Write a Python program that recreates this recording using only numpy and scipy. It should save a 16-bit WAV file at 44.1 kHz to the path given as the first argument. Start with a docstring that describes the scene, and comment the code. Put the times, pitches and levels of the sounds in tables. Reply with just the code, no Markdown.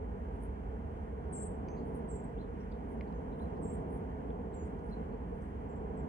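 """Bare trees within earshot of a road: cedar waxwings give thin, high, buzzy whistles.
Each call is a gliding tone plus a higher, partly hoarse voice; decaying noise is its scatter off the branches.
Farther songbirds whistle arched tones and chip in narrow-band noise, twigs tick as short damped rings,
and an insect rasps faintly in swells of very high noise. Under it all lies distant traffic:
three bands of noise for engines, road and tyres, picked up by two close microphone ports."""
import sys
import numpy as np
from scipy import signal
from scipy.fft import rfft, irfft, next_fast_len
from scipy.io import wavfile
from scipy.ndimage import uniform_filter1d, map_coordinates

SR = 44100
rng = np.random.default_rng(int(sys.argv[2]) if len(sys.argv) > 2 else 0)


def inscribe(sig):
    """Save sig as 16-bit PCM at rate SR to the path in sys.argv[1].

    A 1-D sig is mono; a 2-D sig holds one channel per row.
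    Samples are clipped to [-1, 1] before scaling.
    """
    pcm = np.round(np.clip(np.atleast_2d(sig).T, -1, 1) * 32767)
    wavfile.write(sys.argv[1], SR, pcm.astype(np.int16))


N = 268216
T = np.arange(N) / SR  # seconds

# Level of the engine drone over time: start_s, level_db
ENGINE_LEVEL = [(0, -41.5), (.8, -42), (1.8, -45), (3.8, -44), (5.2, -44.5), (6.08, -44)]
# Level of the road roar over time, before its small random drift: start_s, level_db
ROAD_LEVEL = [(0, -45), (.6, -46.5), (1.1, -45), (1.65, -42.5), (2.15, -43.5), (2.6, -46), (3.15, -43.5),
              (3.65, -42), (4.1, -43.3), (4.6, -43.5), (5.1, -44), (5.6, -46), (5.9, -42)]
# Relative spectrum of the engine drone: freq_hz, density_db (per Hz)
DRONE_SPECTRUM = [(20, -39.5), (35, -22), (48, -4.5), (66, -1.5), (82, -7), (105, -14.5), (150, -32),
                  (300, -84.5)]
# Relative spectrum of the road roar: freq_hz, density_db (per Hz)
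ROAR_SPECTRUM = [(70, -35), (120, -6), (170, -1.5), (222, 0), (280, -4), (350, -11.5), (400, -4.5),
                 (455, -1.5), (510, -7.5), (560, -14.5), (660, -10.5), (960, -15), (1250, -26.5),
                 (2000, -76)]
# Relative spectrum of the tyre hiss: freq_hz, density_db (per Hz)
TYRE_SPECTRUM = [(600, -5), (1200, 4), (1480, 5.5), (2150, -4.5), (2600, -9.5), (3100, -10.5),
                 (3700, -23.5), (5200, -27), (6300, -24.5), (7600, -28), (9800, -26.5), (11000, -29.5),
                 (12200, -37), (13500, -51)]
# Far sound at the two ports: freq_hz, likeness (0-1), left_lead_rad, left_over_right_db
FAR_PORTS = [(60, .99, -.1, -1.9), (130, .95, .1, -2.3), (220, .97, .65, -1.1), (440, .88, 1.05, -.8),
             (620, .35, 2.3, -2.6), (900, .42, 3.45, -4.8), (1300, .76, 2.9, -.3), (1900, .7, 1.2, .6),
             (2600, .45, -1.7, .3), (3600, .4, -3, -1.5), (5500, .25, -2.6, -1.5), (7600, .4, -2.2, -.5),
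             (8500, .85, -.1, -.5), (9400, .75, 1.5, -.5), (10350, .95, 3.14, 0), (11100, .65, 4.4, 0),
             (11750, .85, 6.2, 0)]
# Decay of the scatter among the trees: freq_hz, t60_s
TREE_DECAY = [(2000, 0.14), (5000, 0.3), (9000, 0.25)]
# Insect rasps: peak_s, half_length_s (from the peak to 17 dB down), level_db (at the peak)
INSECT_RASPS = [(0.353, .03, -82), (0.437, 0.04, -71.5), (1.884, .04, -79), (1.966, 0.039, -71.5),
                (2.922, 0.044, -78), (3.42, 0.065, -79), (3.946, 0.065, -72.5), (4.885, 0.074, -82),
                (5.414, 0.15, -86)]
# Relative spectrum of the rasp: freq_hz, level_db
RASP_SPECTRUM = [(6500, -37), (7600, -23), (8270, -12), (8950, -0.5), (9650, 4), (10350, -7.5),
                 (11000, -10), (12000, -16), (13000, -29)]
# Waxwing calls: start_s, end_s, attack_s, start_hz, held_hz, slide_s (time constant), closing_rise_hz,
# buzz_depth_hz, level_db, fade_db (over the call), second_voice_above_hz, second_voice_db (against the first),
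# closing_handover_db (towards the second voice), left_over_right_db, hoarseness (0-1, share of power)
WAXWING_CALLS = [ (1.316, 1.479, .019, 10200, 7480, .012, 400, 30, -51.3, 0, 790, -5.5, 3, 4.5, 0),
                 (2.072, 2.125, 0.031, 9400, 7420, 0.016, 0, 45, -60.5, -2.5, 618, -10, -2, -4, 0.13),
                 (2.117, 2.215, .012, 7500, 7230, 0.0288, 0, 70, -60, 11, 746, -9, 0, -2, 0.4),
                 (2.138, 2.176, .008, 8970, 7730, .014, 0, 110, -64.5, -2, 500, -16, 0, -1, .2),
                 (2.232, 2.262, .01, 8850, 7580, 0.013, 5, 60, -70, -2, 550, -14, 1, 0, 0.1),
                 (3.607, 3.728, 0.027, 9300, 7390, 0.016, 92, 35, -62.5, 0.5, 1100, -9.5, -4, -4.5, 0.1),
                 (3.721, 3.766, 0.0082, 9300, 8000, 0.0066, 400, 70, -67, 2, 595, -7, -3, 0, .5),
                 (4.519, 4.651, 0.031, 8100, 6530, .06, 60, 70, -64.5, 3, 790, -20, 6, -2, 0.3),
                 (4.644, 4.683, .008, 8760, 7750, 0.0084, 0, 160, -71, 7, 500, -12, 0, -1, .5),
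                 (5.683, 5.742, 0.011, 7900, 7150, 0.015, -2, 60, -72.5, 10, 900, -21, -2, -3, .1),
                 (5.749, 5.786, .012, 7950, 7480, 0.0073, -1, 90, -75, 4, 500, -15, 0, -3, 0.2),
                 (5.96, 6.013, .014, 8400, 7150, .024, 0, 70, -72.5, 6, 900, -20, 0, -2, .1)]
# Upward flicks of pitch within and at the end of calls: peak_s, rise_hz
PITCH_FLICKS = [(1.387, 129), (1.416, 706), (1.45, 1500), (1.477, 650), (3.689, 473), (3.724, 700),
                (3.76, 400), (4.646, 480), (4.681, 1100)]
# Waxwing calls at the two ports: freq_hz, left_lead_rad, left_over_right_db
WAXWING_PORTS = [(7500, -2.5, -1.5), (7960, -2.1, -4), (8540, -1.5, 1.5), (9000, 1.3, -5), (9700, 1.7, 1)]
# Dry ticks, as of twigs, three rings each (levels before the decay):
# start_s, low_hz, low_level_db, middle_hz, middle_level_db, high_hz, high_level_db
TWIG_TICKS = [(1.6854, 2330, -49, 4650, -58, 6150, -55.5), (1.69, 2400, -65, 4800, -65, 6150, -63),
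              (1.705, 2300, -64, 4750, -72, 6100, -63), (3.0098, 2200, -41.5, 4100, -60, 4900, -62),
              (3.1245, 2300, -67, 4050, -67, 4870, -70), (4.304, 2280, -55, 3360, -57, 4000, -76),
              (4.792, 4250, -75, 5400, -76, 6400, -71), (5.421, 6050, -70, 7900, -68, 8800, -70)]
# Arched songbird notes: start_s, length_s, middle_pitch_hz, end_drop_hz,
# climb_hz (middle to end), level_db (in the middle)
BIRD_WHISTLES = [(2.37, 0.024, 3160, 50, 650, -71), (2.395, 0.025, 4050, 120, 30, -72),
                 (2.413, 0.017, 4350, 300, -50, -77.5), (2.6, .036, 5600, 302, -70, -78),
                 (2.713, .012, 4700, 400, 300, -72), (3.143, .054, 6500, 205, 4, -84),
                 (3.391, .018, 3500, 120, 600, -73), (3.411, 0.026, 4090, 40, 0, -74),
                 (3.45, 0.016, 3950, -62, -120, -79), (4.89, .02, 5150, 50, 599, -81),
                 (4.911, .023, 4160, 130, 0, -70), (4.933, .014, 4060, -100, 60, -66)]
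# Hoarse songbird chips: peak_s, centre_hz, width_hz,
# half_length_s (from the peak to 17 dB down), level_db (at the peak)
BIRD_CHIPS = [(1.7, 6100, 260, 0.0122, -76), (1.719, 6280, 200, .009, -70), (1.73, 6150, 240, 0.012, -79),
              (1.747, 2530, 295, 0.036, -76), (1.783, 4380, 484, 0.025, -76.5),
              (1.785, 6550, 450, 0.024, -83), (2.428, 3630, 650, 0.037, -80), (2.726, 3880, 750, .01, -75),
              (3.080, 4230, 500, .012, -81), (3.331, 3820, 400, .022, -81), (3.57, 4500, 1300, 0.024, -86),
              (4.538, 3950, 450, .011, -83), (4.97, 4050, 300, .05, -88), (5.13, 4300, 150, 0.051, -93),
              (5.437, 8360, 700, 0.02, -81)]

TOP_HZ = 12900  # band limit of the recorder
TYRE_DB = -66
# Shape of a waxwing call
HOOK_S, RELEASE_S, FLICK_S = .065, .006, .003  # closing rise, fade-out, width scale of a flick
PULSE_DB, PULSE_PER_S = 1.8, 110  # uneven throb: size and random knots a second
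FLICK_DB_PER_HZ = -0.0073  # the tone thins as it flicks up
SMEAR_HZ, SMEAR_LIFT_HZ = 450, 223.7  # a hoarse first voice spreads this wide, mostly above its pitch
CALL_ECHO_DB = -10
# The second voice of a waxwing call
SECOND_FOLLOWS = 0.48  # share of the slide and flicks that it follows
SECOND_END_HZ = 8770  # its target in a closing rise, before slide, flicks and wander
WANDER_HZ = 70
RASP_DB, HIGH_RASP_DB = -14, -17  # hoarse parts on its pitch and just above
RASP_DB_PER_HZ = 0.0002  # its hoarse parts grow in a flick
# Twig ticks
TICK_RISE_S, TICK_T60_S = .0006, .011
CRACK_DB = -7.5  # the snap against the low ring
REBOUND_S, REBOUND_DB = .0033, -9
WHISTLE_END_DB = -3.5  # the ends of a songbird note against its middle


def amp(db):
    """Decibels to gain."""
    return 10 ** (np.asarray(db) / 20)


def unit(x):
    """Scale to rms 1."""
    return x / np.sqrt(np.mean(x ** 2) + 1e-20)


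def along(points, hz):
    """Read each column of a table by frequency, on a log axis."""
    freq_hz, *columns = np.transpose(points)
    log_hz, log_freq = np.log(hz + 1), np.log(freq_hz)
    return np.squeeze([np.interp(log_hz, log_freq, column) for column in columns])


def level_curve(rows):
    """Read a table of times and levels at every sample."""
    start_s, level_db = np.transpose(rows)
    return np.interp(T, np.sort(start_s), level_db)


def wobble(rate, size):
    """A smooth random curve with this rate of knots a second."""
    knots = rng.standard_normal(size + 4)
    return map_coordinates(knots, [np.arange(size) * rate / SR])


def filtered(x, response):
    """Shape a sound by a complex response of frequency."""
    m = next_fast_len(N + 8192)
    hz = np.fft.rfftfreq(m, 1 / SR)
    return irfft(rfft(x, m) * response(hz), m)[..., :N]


def placed(x, lead, pan_db):
    """A source off to one side reaches the ports at different phases and levels."""
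    half = amp(pan_db / 2) * np.exp(.5j * lead)
    return filtered(x, lambda hz: np.array([[half], [1 / half]]))


def among_trees(x, lead, pan_db, echo_db):
    """Direct sound plus a dense scatter from trunks and branches, different at each port."""
    noise = rng.standard_normal((2, SR // 2))
    hz, t, grains = signal.stft(noise, SR, nperseg=256)
    decay = amp(-60 * t / along(TREE_DECAY, hz)[:, None])
    tail = signal.istft(grains * decay, SR, nperseg=256)[1]
    tail = tail / np.linalg.norm(tail[0])
    tail = np.pad(tail, ((0, 0), (SR // 100, 0)))  # scatter starts 10 ms late
    scatter = signal.fftconvolve(np.atleast_2d(x), tail, axes=1)[:, :N]
    return placed(x, lead, pan_db) + amp(echo_db) * scatter


def note_span(s, length):
    """Sample numbers of one note, the time since its start and a gate with soft ends."""
    i = np.arange(int(s * SR), min(N, int((s + length) * SR)))
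    return i, T[i] - s, signal.windows.tukey(len(i), .06)


def swell_at(t, half_length):
    """A bell-shaped swell that is 17 dB down half_length from its peak."""
    return np.exp(-2 * (t / half_length) ** 2)


def syrinx(hz, buzz_hz, swing_hz, jitter_hz, flutter_db):
    """A pure tone of rms 1 whose pitch and strength tremble with a fast, slightly uneven buzz."""
    size = len(hz)
    buzz_rate = buzz_hz * (1 + 0.095 * wobble(60, size))
    buzz = np.sin(2 * np.pi * np.cumsum(buzz_rate) / SR)
    pitch = hz + swing_hz * buzz + jitter_hz * wobble(500, size)
    tone = np.sin(2 * np.pi * np.cumsum(pitch) / SR)
    return unit(tone * amp(flutter_db * (buzz + wobble(160, size))))


def hoarse(hz, width_hz):
    """An irregular vibration of rms 1: a tone smeared over a narrow band around the pitch curve."""
    size = len(hz)
    band = wobble(2 * width_hz, size) + 1j * wobble(2 * width_hz, size)
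    return unit(np.real(band * np.exp(2j * np.pi * np.cumsum(hz) / SR)))


def far_noise(spectrum):
    """Stereo noise whose mid has rms 1: part arrives from one side, part from all around."""
    m = next_fast_len(N + 8192)
    hz = np.fft.rfftfreq(m, 1 / SR)
    alike, lead, pan_db = along(FAR_PORTS, hz)
    alike, side = np.clip(alike, 0, 1), np.array([[.5], [-.5]])
    noise = rfft(rng.standard_normal((3, m)))
    from_side = np.sqrt(alike) * noise[2] * np.exp(1j * side * lead)
    all_around = np.sqrt(1 - alike) * noise[:2]
    colour = amp(along(spectrum, hz) + side * pan_db)
    pair = irfft((from_side + all_around) * colour, m)[:, :N]
    return pair / np.std(pair.mean(axis=0))


def traffic():
    """Engines drone at the bottom, the road roars above them and tyres leave a dull hiss."""
    drone = far_noise(DRONE_SPECTRUM)
    # engines run evenly, without long lulls
    slow_power = abs(uniform_filter1d(drone.mean(axis=0) ** 2, SR // 4))
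    drone /= (slow_power + 1e-6) ** .5
    roar = amp(level_curve(ROAD_LEVEL) + 0.4 * wobble(6, N)) * far_noise(ROAR_SPECTRUM)
    hiss = amp(TYRE_DB + 0.6 * wobble(8, N)) * far_noise(TYRE_SPECTRUM)
    return amp(level_curve(ENGINE_LEVEL)) * drone + roar + hiss


def insect():
    """Each wing stroke drags a file over a scraper: a short swell of very high, uneven noise."""
    stroke = sum(amp(db) * swell_at(T - s, half_length) for s, half_length, db in INSECT_RASPS)
    teeth = rng.standard_normal(N) * amp(3.5 * wobble(400, N))
    rasp = unit(filtered(teeth, lambda hz: amp(along(RASP_SPECTRUM, hz))))
    side = np.array([[.5], [-.5]])
    pair = filtered(stroke * rasp, lambda hz: np.exp(1j * side * along(FAR_PORTS, hz)[1]))
    return among_trees(pair, lead=0, pan_db=0, echo_db=-14)


def waxwings():
    """One side of the syrinx glides to a held pitch, with flicks and closing rises; the other sings above."""
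    out, side = np.zeros((2, N)), np.array([[.5], [-.5]])
    for (s, end, attack_s, start_hz, held_hz, slide_s, rise_hz, depth_hz, db, fade_db,
         above_hz, second_db, handover_db, pan_db, rough) in WAXWING_CALLS:
        length = max(end - s, .01)
        i, t, gate = note_span(s, length)

        hook = np.clip(1 - (length - t) / HOOK_S, 0, 1)
        slide_hz = (start_hz - held_hz) * np.exp(-t / slide_s)
        flick_hz = sum(up_hz / np.cosh(np.clip((T[i] - at) / FLICK_S, -20, 20))
                       for at, up_hz in PITCH_FLICKS)
        hz = held_hz + slide_hz + flick_hz + rise_hz * hook
        upper_hz = held_hz + above_hz + SECOND_FOLLOWS * (slide_hz + flick_hz)
        upper_hz += WANDER_HZ * wobble(70, len(i))
        if rise_hz > 100:  # only a marked closing rise carries the second voice along
            upper_hz += hook * (SECOND_END_HZ - held_hz - above_hz)

        swell = np.clip(t / attack_s, 0, 1) ** 2 * np.clip((length - t) / RELEASE_S, 0, 1)
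        throb_db = PULSE_DB * wobble(PULSE_PER_S, len(i))
        effort = swell * amp(db - fade_db * t / length + throb_db)

        first = syrinx(hz, buzz_hz=340, swing_hz=depth_hz, jitter_hz=depth_hz / 2, flutter_db=.8)
        rough = np.clip(rough, 0, 1)
        smear = hoarse(hz + SMEAR_LIFT_HZ, SMEAR_HZ)
        first = np.sqrt(1 - rough) * first + np.sqrt(rough) * smear

        second = syrinx(upper_hz, buzz_hz=340, swing_hz=50, jitter_hz=50, flutter_db=1.4)
        rasp = amp(RASP_DB) * hoarse(upper_hz, width_hz=700)
        rasp += amp(HIGH_RASP_DB) * hoarse(upper_hz + 800, width_hz=600)
        second = second + amp(RASP_DB_PER_HZ * flick_hz) * rasp

        shift_db = handover_db * hook / 2
        voice = amp(-shift_db) * first + amp(second_db + shift_db) * second
        out[:, i] += gate * effort * amp(FLICK_DB_PER_HZ * flick_hz + side * pan_db) * voice

    def at_ports(hz):
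        """Phase and level of the calls at each port."""
        lead, pan_db = along(WAXWING_PORTS, hz)
        return np.exp(1j * side * lead) * amp(side * pan_db)

    return among_trees(filtered(out, at_ports), lead=0, pan_db=0, echo_db=CALL_ECHO_DB)


def twigs():
    """Each tick is a dull snap with three short rings; the twig springs back once, sounding its low ring."""
    out = np.zeros(N)
    for s, *rings in TWIG_TICKS:
        i, t, _ = note_span(s, .05)
        hz, db = np.array(rings[::2]), np.array(rings[1::2])
        fade = np.clip(t / TICK_RISE_S, 0, 1) * amp(-60 * t / TICK_T60_S)
        ring = amp(db)[:, None] * np.sin(2 * np.pi * hz[:, None] * t)
        crack = amp(db[0] + CRACK_DB) * hoarse(np.full(len(i), hz[0]), .38 * hz[0])
        out[i] += fade * (ring.sum(axis=0) + crack)
        out[i + int(REBOUND_S * SR)] += amp(REBOUND_DB) * fade * ring[0]
    return among_trees(out, lead=-0.24, pan_db=0.5, echo_db=-12)


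def songbirds():
    """Farther birds sing small arched, buzzing tones and short chips of narrow-band noise."""
    notes, chips = np.zeros((2, N))
    for s, length, middle_hz, drop_hz, climb_hz, db in BIRD_WHISTLES:
        i, t, gate = note_span(s, length)
        u = 2 * t / length - 1  # -1 at the start, 0 in the middle, 1 at the end
        arch_hz = middle_hz + climb_hz * u - drop_hz * u ** 2
        tone = syrinx(arch_hz, buzz_hz=148, swing_hz=30, jitter_hz=70, flutter_db=2.5)
        notes[i] += gate * amp(db + WHISTLE_END_DB * u ** 2) * tone
    for s, hz, width_hz, half_length, db in BIRD_CHIPS:
        i = np.flatnonzero(abs(T - s) < 2 * half_length)
        chips[i] += amp(db) * swell_at(T[i] - s, half_length) * hoarse(np.full(len(i), hz), width_hz)
    notes = among_trees(notes, lead=-2.1, pan_db=2.2, echo_db=-13)
    return notes + among_trees(chips, lead=-0.24, pan_db=-2.0, echo_db=-3.0)


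def scene():
    """Birds, twigs and insect over the far road."""
    return traffic() + insect() + waxwings() + twigs() + songbirds()


def record(dry):
    """The recorder keeps nothing above its band limit."""
    return filtered(dry, lambda hz: hz < TOP_HZ)


dry = scene()
out = record(dry)
inscribe(out)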